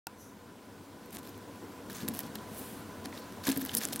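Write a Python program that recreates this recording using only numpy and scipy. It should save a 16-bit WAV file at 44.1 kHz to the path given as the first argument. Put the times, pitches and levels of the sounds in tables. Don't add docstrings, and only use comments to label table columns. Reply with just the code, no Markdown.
import sys
import numpy as np
from scipy import signal
from scipy.fft import rfft, irfft, next_fast_len
from scipy.io import wavfile
from scipy.ndimage import uniform_filter1d

SR = 44100
rng = np.random.default_rng(int(sys.argv[2]) if len(sys.argv) > 2 else 0)


def int16_out(signal):
    q = np.round(np.clip(np.atleast_2d(signal).T, -1, 1) * 32767)
    wavfile.write(sys.argv[1], SR, q.astype(np.int16))


def boost_factor(decibels):
    exponent = np.asarray(decibels, float) / 20
    return 10 ** exponent


N = 176400

# t/s, peak level/dB, claw ring f/Hz, level of the mesh knock under it/dB
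SNAPS = [(1.0594, -40, 11800, -24), (1.107, -37.5, 10300, -11), (1.2735, -38, 15000, -10),
         (1.2928, -35, 14100, -13), (1.3777, -36, 15300, -18), (1.899, -33.5, 11000, -8),
         (1.9312, -30, 13000, -25), (1.9595, -28, 15200, -32), (2.1498, -27, 11700, -13),
         (2.191, -16, 13900, -18.5), (2.355, -25.5, 12500, -25), (3.0575, -28, 11000, -3.5),
         (3.3238, -40.5, 11800, -3.5),
         (3.48, -19, 12500, -14), (3.564, -35.5, 6500, 1.5), (3.583, -34, 13300, -14),
              (3.6508, -18, 12500, -15), (3.6614, -23, 10200, -15), (3.693, -36, 11000, 5.5),
              (3.7166, -34, 11900, -2), (3.751, -8.5, 11000, -20), (3.771, -17, 9800, -37),
              (3.8741, -29, 12000, -16), (3.9376, -20, 14400, -23), (3.9556, -32, 9090, -20)]
# t/s, peak level/dB, claw ring f/Hz, mesh level/dB
CRACKS = [
    (1.1695, -28, 9000, -6),
    (2.0862, -11, 11300, -22),
    (3.471, -14, 11800, -14),
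    (3.4905, -16.5, 12000, -5),
    (3.5202, -16.5, 7500, -20),
    (3.75, -10, 11000, -25),
    (3.8525, -10.5, 7500, -17),
    (3.8867, -23, 9450, -10.5),
    (3.9307, -20, 8150, -13.5),
    (3.9601, -14.5, 10900, -13.5),
]
# t/s, peak level/dB, ring f/Hz
PLUCKS = [(1.128, -41, 12500), (1.149, -33, 12500), (1.186, -41, 7500), (1.191, -45, 11600),
          (1.232, -49, 11000), (1.268, -46, 11500), (1.559, -43, 12000), (1.968, -32, 15000),
          (2.004, -40, 8500), (2.015, -40, 14000), (2.096, -36, 10500), (2.138, -32, 13000),
          (2.143, -31, 12400), (2.163, -38, 14000), (2.171, -28, 12900), (2.183, -42, 12000),
          (2.198, -38, 12000), (2.204, -32, 12500), (2.232, -40, 12000), (2.266, -42, 12500),
          (2.547, -37, 11500), (3.436, -42, 12000), (3.444, -42, 13500), (3.496, -32, 11000),
          (3.516, -22, 13500), (3.5593, -31, 11500), (3.595, -38, 13000), (3.602, -34, 12500),
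          (3.617, -27, 13400), (3.628, -36, 7000), (3.64, -35, 13500), (3.735, -36, 11000),
          (3.74, -28, 13000), (3.743, -24, 14000), (3.7442, -35, 6960), (3.763, -32, 13500),
          (3.822, -29, 10000), (3.847, -28, 12000), (3.898, -40, 8000), (3.927, -32, 12000),
          (3.9642, -30, 9000), (3.992, -32, 9000)]
# f/Hz, width/Hz, level/dB
MESH = [(660, 275, -1.5), (1665, 320, 2.5), (3400, 2300, -0.5), (5600, 4640, -4)]

# t/s, length/s, level/dB, bright centre f/Hz, dull mesh level/dB
SCRAPES = [(1.182, 0.015, -53.5, 11000, 0.5), (1.228, 0.07, -59.5, 12500, 1),
           (1.898, 0.037, -52.5, 12000, 0.5), (1.945, 0.09, -53.5, 13000, 4),
           (2.079, 0.006, -40.5, 11700, 5), (2.088, 0.041, -61, 11000, 5), (2.136, 0.068, -52.5, 12500, 0),
           (2.192, 0.02, -45, 12500, -4), (2.225, 0.047, -58, 12000, 4), (2.35, 0.011, -64, 11600, 20.5),
           (3.468, 0.015, -37.5, 12500, 4), (3.489, 0.017, -38.5, 12500, 1), (3.512, 0.02, -49, 11000, 4),
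           (3.572, 0.0039, -30, 12500, -12), (3.482, 0.53, -53.5, 12200, 2.5),
           (3.17, 0.035, -59, 4500, -15), (3.122, 0.056, -58.5, 9000, 4.5)]
# t/s, length/s, level/dB, bright centre f/Hz, mesh level/dB
DRAGS = [
    (1.12, 0.046, -51, 11000, -3.5),
    (3.04, 0.02, -57.5, 11000, 6),
    (3.165, .038, -56.5, 12400, -22),
    (3.432, 0.039, -47, 12500, 2.5),
    (3.606, 0.016, -41.5, 13500, -4),
    (3.733, 0.015, -49, 13000, 3),
    (3.806, 0.042, -42.5, 12500, 2),
    (3.923, 0.011, -43.5, 11000, 3),
    (3.9955, 0.016, -33.5, 11000, 3.5),
]
# t/s, length/s, level/dB, f/Hz, mesh level/dB
CHATTERS = [
    (3.768, 0.02, -28.5, 10940, -22),
    (3.769, 0.021, -40.5, 5200, -18),
    (3.2, 0.042, -60, 4300, -20),
]

# t/s, peak level/dB, f/Hz
KNOCKS = [(1.899, -36.5, 1560), (2.08, -36, 4000), (3.769, -26.5, 4900), (2.386, -42, 3400),
          (3.127, -38, 2000), (3.05, -40, 4500), (3.176, -38.5, 3020), (3.469, -40, 1830),
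          (3.515, -24.5, 3500), (3.693, -27, 3020), (3.815, -33, 1623), (1.343, -47, 3500),
          (1.349, -51, 4500), (2.023, -40, 4160), (2.164, -46, 3800), (2.195, -40, 1850),
          (2.234, -44.5, 4000), (3.453, -29, 5730), (3.474, -27, 3970), (3.48, -29, 900),
          (3.932, -25, 3800), (3.996, -25.5, 3430)]
# t/s, peak level/dB, favoured f/Hz
THUMPS = [(1.626, -36.5, 314), (1.636, -39, 440), (2.031, -31.5, 207), (2.043, -35, 302),
          (2.088, -30.5, 216), (2.109, -32.5, 217), (2.147, -34.5, 286), (2.258, -40.5, 223),
          (2.356, -37.5, 219), (2.517, -38.5, 236), (3.054, -35, 278), (3.47, -30.5, 255),
          (3.4842, -21, 275), (3.564, -28.5, 248), (3.571, -28, 250), (3.624, -32.5, 275),
          (3.737, -34, 238), (3.767, -34, 228), (3.847, -36.5, 278), (3.935, -34.5, 254)]
# f/Hz, level/dB, t60/s
BOARD = [(178.5, -0.5, 0.1), (219, 1, 0.15), (268.8, 1.5, 0.15), (332, 0.5, 0.14), (456.6, 4.5, 0.095),
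         (713, 4, 0.028), (1008, 4, 0.027)]

# t/s, length/s, level/dB, fade-in share of the length
SLIDES = [
    (0.172, 0.16, -57.5, 0.23),
    (1.936, 0.087, -50, 0.18),
    (2.463, 0.4, -49.5, 0.4),
    (2.547, 0.063, -45, 0.72),
]
# f/Hz, width/Hz, level/dB
SLIDE_COLOURS = [
    [(6000, 450, 1), (10000, 600, -5), (11000, 700, -7), (13000, 1200, -6)],
    [(6070, 550, 0), (7500, 3500, -6)],
    [(2750, 2500, 4), (8900, 2400, 8), (12500, 3800, 7.5)],
    [(12000, 3200, 3)],
]

# f/Hz, level/dB, t60/s
HOUSING = [(773, -4, 0.05), (900, 0.5, 0.045), (1425, 1, 0.024), (2620, -6, 0.03), (4650, -11, .012),
           (1190, -9, .02)]
# f/Hz, level per Hz/dB
ROOM = [(30, -17), (95, -8.5), (150, -7), (280, -2.5), (800, -11), (2200, -21), (7000, -27), (15500, -31)]
# f/Hz, width/Hz, lift/dB
ROOM_TONES = [(96.6, 23.5, 10), (128, 12, -1.5), (211, 99, 5.5), (286, 16.5, 4.5), (410, 23, 2),
              (480, 15, 7.5), (1005.4, 69, 10), (1478, 170, 5)]
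# f/Hz, correlation (1 = the same)
ALIKE = [(60, 1), (200, 0.99), (400, 0.98), (1000, 0.94), (2400, 1), (4400, 0.99), (7000, 0.9), (14000, 1)]
# t/s, level/dB
GAIN = [(.07, -6.5), (.6, -5.5), (1.2, -3), (1.9, -1), (2.2, 0.5), (4, 0.5)]
# f/Hz, left over right level/dB
LEAN = [(30, .4), (70, 2), (200, 1.8), (700, 0)]

OPEN_S = 0.0686
CLAW_WIDTH, THREAD_WIDTH = 0.42, 0.22


def unit(x):
    return x / np.sqrt(np.mean(x ** 2) + 1e-20)


def along(points, hz):
    f, value = np.transpose(points)
    return np.interp(np.log(hz + 1), np.log(f + 1), value)


def filtered(x, response):
    n = x.shape[-1]
    padded = next_fast_len(n + 8192)
    spectrum = rfft(x, padded) * response(np.fft.rfftfreq(padded, 1 / SR))
    return irfft(spectrum, padded)[..., :n]


def body(peaks):
    def response(f):
        total = 0
        for k, (centre, width, db) in enumerate(peaks):
            damping = 1j * f * width
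            total = total + (-1) ** k * boost_factor(db) * damping / (centre * centre - f * f + damping)
        return total
    return response


def add(track, s, sound):
    part = track[round(s * SR):][:len(sound)]
    part += sound[:len(part)]


def patchy(x, patchy_db, size, steps):
    z = signal.stft(x, nperseg=size)[2]
    field = rng.standard_normal(z.shape[-2:])
    for axis in (0, 1):
        field = uniform_filter1d(field, size=steps, axis=axis)
    return signal.istft(z * boost_factor(patchy_db * unit(field)), nperseg=size)[1][..., :N]


def contact(force, claw_hz, mesh_db, width=CLAW_WIDTH):
    narrow = body([(claw_hz, width * claw_hz, 0)])
    broad = body([(claw_hz, claw_hz, 0)])
    claw = unit(filtered(force, lambda f: narrow(f) * broad(f)))
    mesh = unit(filtered(force, body(MESH)))
    return claw + boost_factor(mesh_db) * mesh


def snaps():
    out, t = np.zeros(N), np.arange(SR // 50) / SR
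    plucks = [(*row, -20) for row in PLUCKS]
    kinds = [(SNAPS, -11, CLAW_WIDTH),  # rows, fizz under jolt in dB, ring width
             (CRACKS, -21, CLAW_WIDTH),
             (plucks, -6, THREAD_WIDTH)]
    fizz_t60_s, knock_db = 0.007, 6.5
    for rows, fizz_db, width in kinds:
        for s, db, hz, mesh_db in rows:
            force = boost_factor(fizz_db - 60 * t / fizz_t60_s) * rng.standard_normal(len(t))
            force[0] = 1
            snap = contact(force, hz, mesh_db + knock_db, width)
            claw_peak = np.abs(contact(force, hz, -99, width)).max()
            add(out, s, boost_factor(db) * snap / claw_peak)
    return out


def catches(count):
    grains_per_s, spread_db, rarest, clump_db = 9000, 2, 0.03, 2.5
    chance, luck, third = rng.random((3, count))
    clumps_db = clump_db * unit(uniform_filter1d(third - 0.5, size=260))
    strength = boost_factor(clumps_db - spread_db * np.log(np.maximum(luck, rarest)))
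    return (chance < grains_per_s / SR) * np.sign(third - 0.5) * strength


def scrapes():
    out, edge_s = np.zeros(N), 0.0099
    kinds = [(SCRAPES, 4.5, 0.88, CLAW_WIDTH),  # rows, slope in dB, release share of length, ring width
             (DRAGS, 8, 0, CLAW_WIDTH),
             (CHATTERS, 0, 0, THREAD_WIDTH)]
    for rows, slope_db, release, width in kinds:
        for s, length, db, hz, mesh_db in rows:
            count = min(SR // 2, int(2 * length * SR) + SR // 50)
            t = np.arange(count) / SR
            rise = 2 * t / edge_s
            fall = (length - t) / max(edge_s, release * length)
            stroke = np.clip(np.minimum(rise, fall) + 0.5, 0, 1)
            stroke = stroke * boost_factor(slope_db * (np.minimum(t / length, 1) - 0.5))
            add(out, s, boost_factor(db) * stroke * contact(catches(count), hz, mesh_db, width))
    return patchy(out, 1.5, size=128, steps=4)


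def knocks():
    out, t = np.zeros(N), np.arange(SR // 20) / SR
    width, t60_s = 0.6, 0.015
    for s, db, hz in KNOCKS:
        push = boost_factor(-60 * t / t60_s) * rng.standard_normal(len(t))
        ring = body([(hz, width * hz, 0)])
        knock = filtered(push, lambda f: ring(f) ** 2)
        add(out, s, boost_factor(db) * knock / np.abs(knock).max())
    return out


def thumps():
    out, t = np.zeros(N), np.arange(SR // 3) / SR
    push_s, favour_hz = 0.0023, 32
    for s, db, favoured_hz in THUMPS:
        luck_db = rng.normal(0, 0.97, len(BOARD))
        ring = 0
        for (hz, level, t60), luck in zip(BOARD, luck_db):
            favour = 1 / 8 + 1 / (1 + ((hz - favoured_hz) / favour_hz) ** 2)
            ring = ring + favour * boost_factor(level + luck - 60 * t / t60) * np.sin(2 * np.pi * hz * t)
        add(out, s, boost_factor(db) * ring * (1 - np.exp(-t / push_s)))
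    return out


def slides():
    out, t = np.zeros(N), np.arange(SR // 2) / SR
    for (s, length, db, fade), colour in zip(SLIDES, SLIDE_COLOURS):
        rise = t / (fade * length)
        fall = (length - t) / ((1 - fade) * length)
        swell = np.clip(np.minimum(rise, fall), 0, 1) ** 0.84
        hiss = unit(filtered(rng.standard_normal(len(t)), body(colour)))
        add(out, s, boost_factor(db) * swell * hiss)
    return out


def start_tick():
    out, t = np.zeros(N), np.arange(SR // 80) / SR
    ring = sum(boost_factor(db - 60 * t / min(t60, 0.04)) * np.sin(2 * np.pi * hz * t) for hz, db, t60 in HOUSING)
    crack = boost_factor(-25.5 - 60 * t / 0.0061) * rng.standard_normal(len(t))
    add(out, OPEN_S + 0.0011, boost_factor(-35.5) * ring + crack)
    return out


def walls(x):
    t, t60_s = np.arange(SR // 5) / SR, 0.082
    tail = rng.standard_normal((2, len(t))) * boost_factor(-60 * t / t60_s)
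    tail = tail / np.linalg.norm(tail[0])
    return boost_factor(-19.5) * signal.fftconvolve(x[None], tail, axes=1)[:, :N]


def room():
    def spread(f):
        level_db = along(ROOM, f)
        for centre, width, db in ROOM_TONES:
            level_db = level_db + db / (1 + (2 * (f - centre) / width) ** 2)
        turn = np.arccos(np.clip(along(ALIKE, f), -1, 1)) / 2
        return boost_factor(level_db) * [np.cos(turn), np.sin(turn)]
    noise = patchy(rng.standard_normal((2, N)), 1, size=512, steps=7)
    mid, side = filtered(noise, spread)
    return boost_factor(-45.5) * unit(np.array([mid + side, mid - side]))


def scene():
    near = snaps() + scrapes() + knocks() + thumps() + slides()
    gain = boost_factor(np.interp(np.arange(N) / SR, *np.transpose(GAIN)))
    return near + walls(near) + start_tick() + gain * room()


def low_pass(x):
    return signal.sosfilt(signal.butter(12, 17020, fs=SR, output="sos"), x)


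def record(dry):
    top_hz, edge_hz, bass_cut_hz = 15900, 16800, 42

    def microphones(f):
        lean = boost_factor(along(LEAN, f) / 2 * np.array([[1], [-1]]))
        return lean * (f < top_hz) * (1j * f / (bass_cut_hz + 1j * f))
    wet = filtered(dry, microphones)
    top = filtered(dry, lambda f: (f >= top_hz) * (f < edge_hz))
    loud = uniform_filter1d(np.abs(top), size=400) > boost_factor(-46)
    top_gate = uniform_filter1d(1.0 * loud, size=200)
    is_open = np.arange(N) >= OPEN_S * SR
    return low_pass((wet + 0.5 * top_gate * top) * is_open)


dry = scene()
out = record(dry)
int16_out(out)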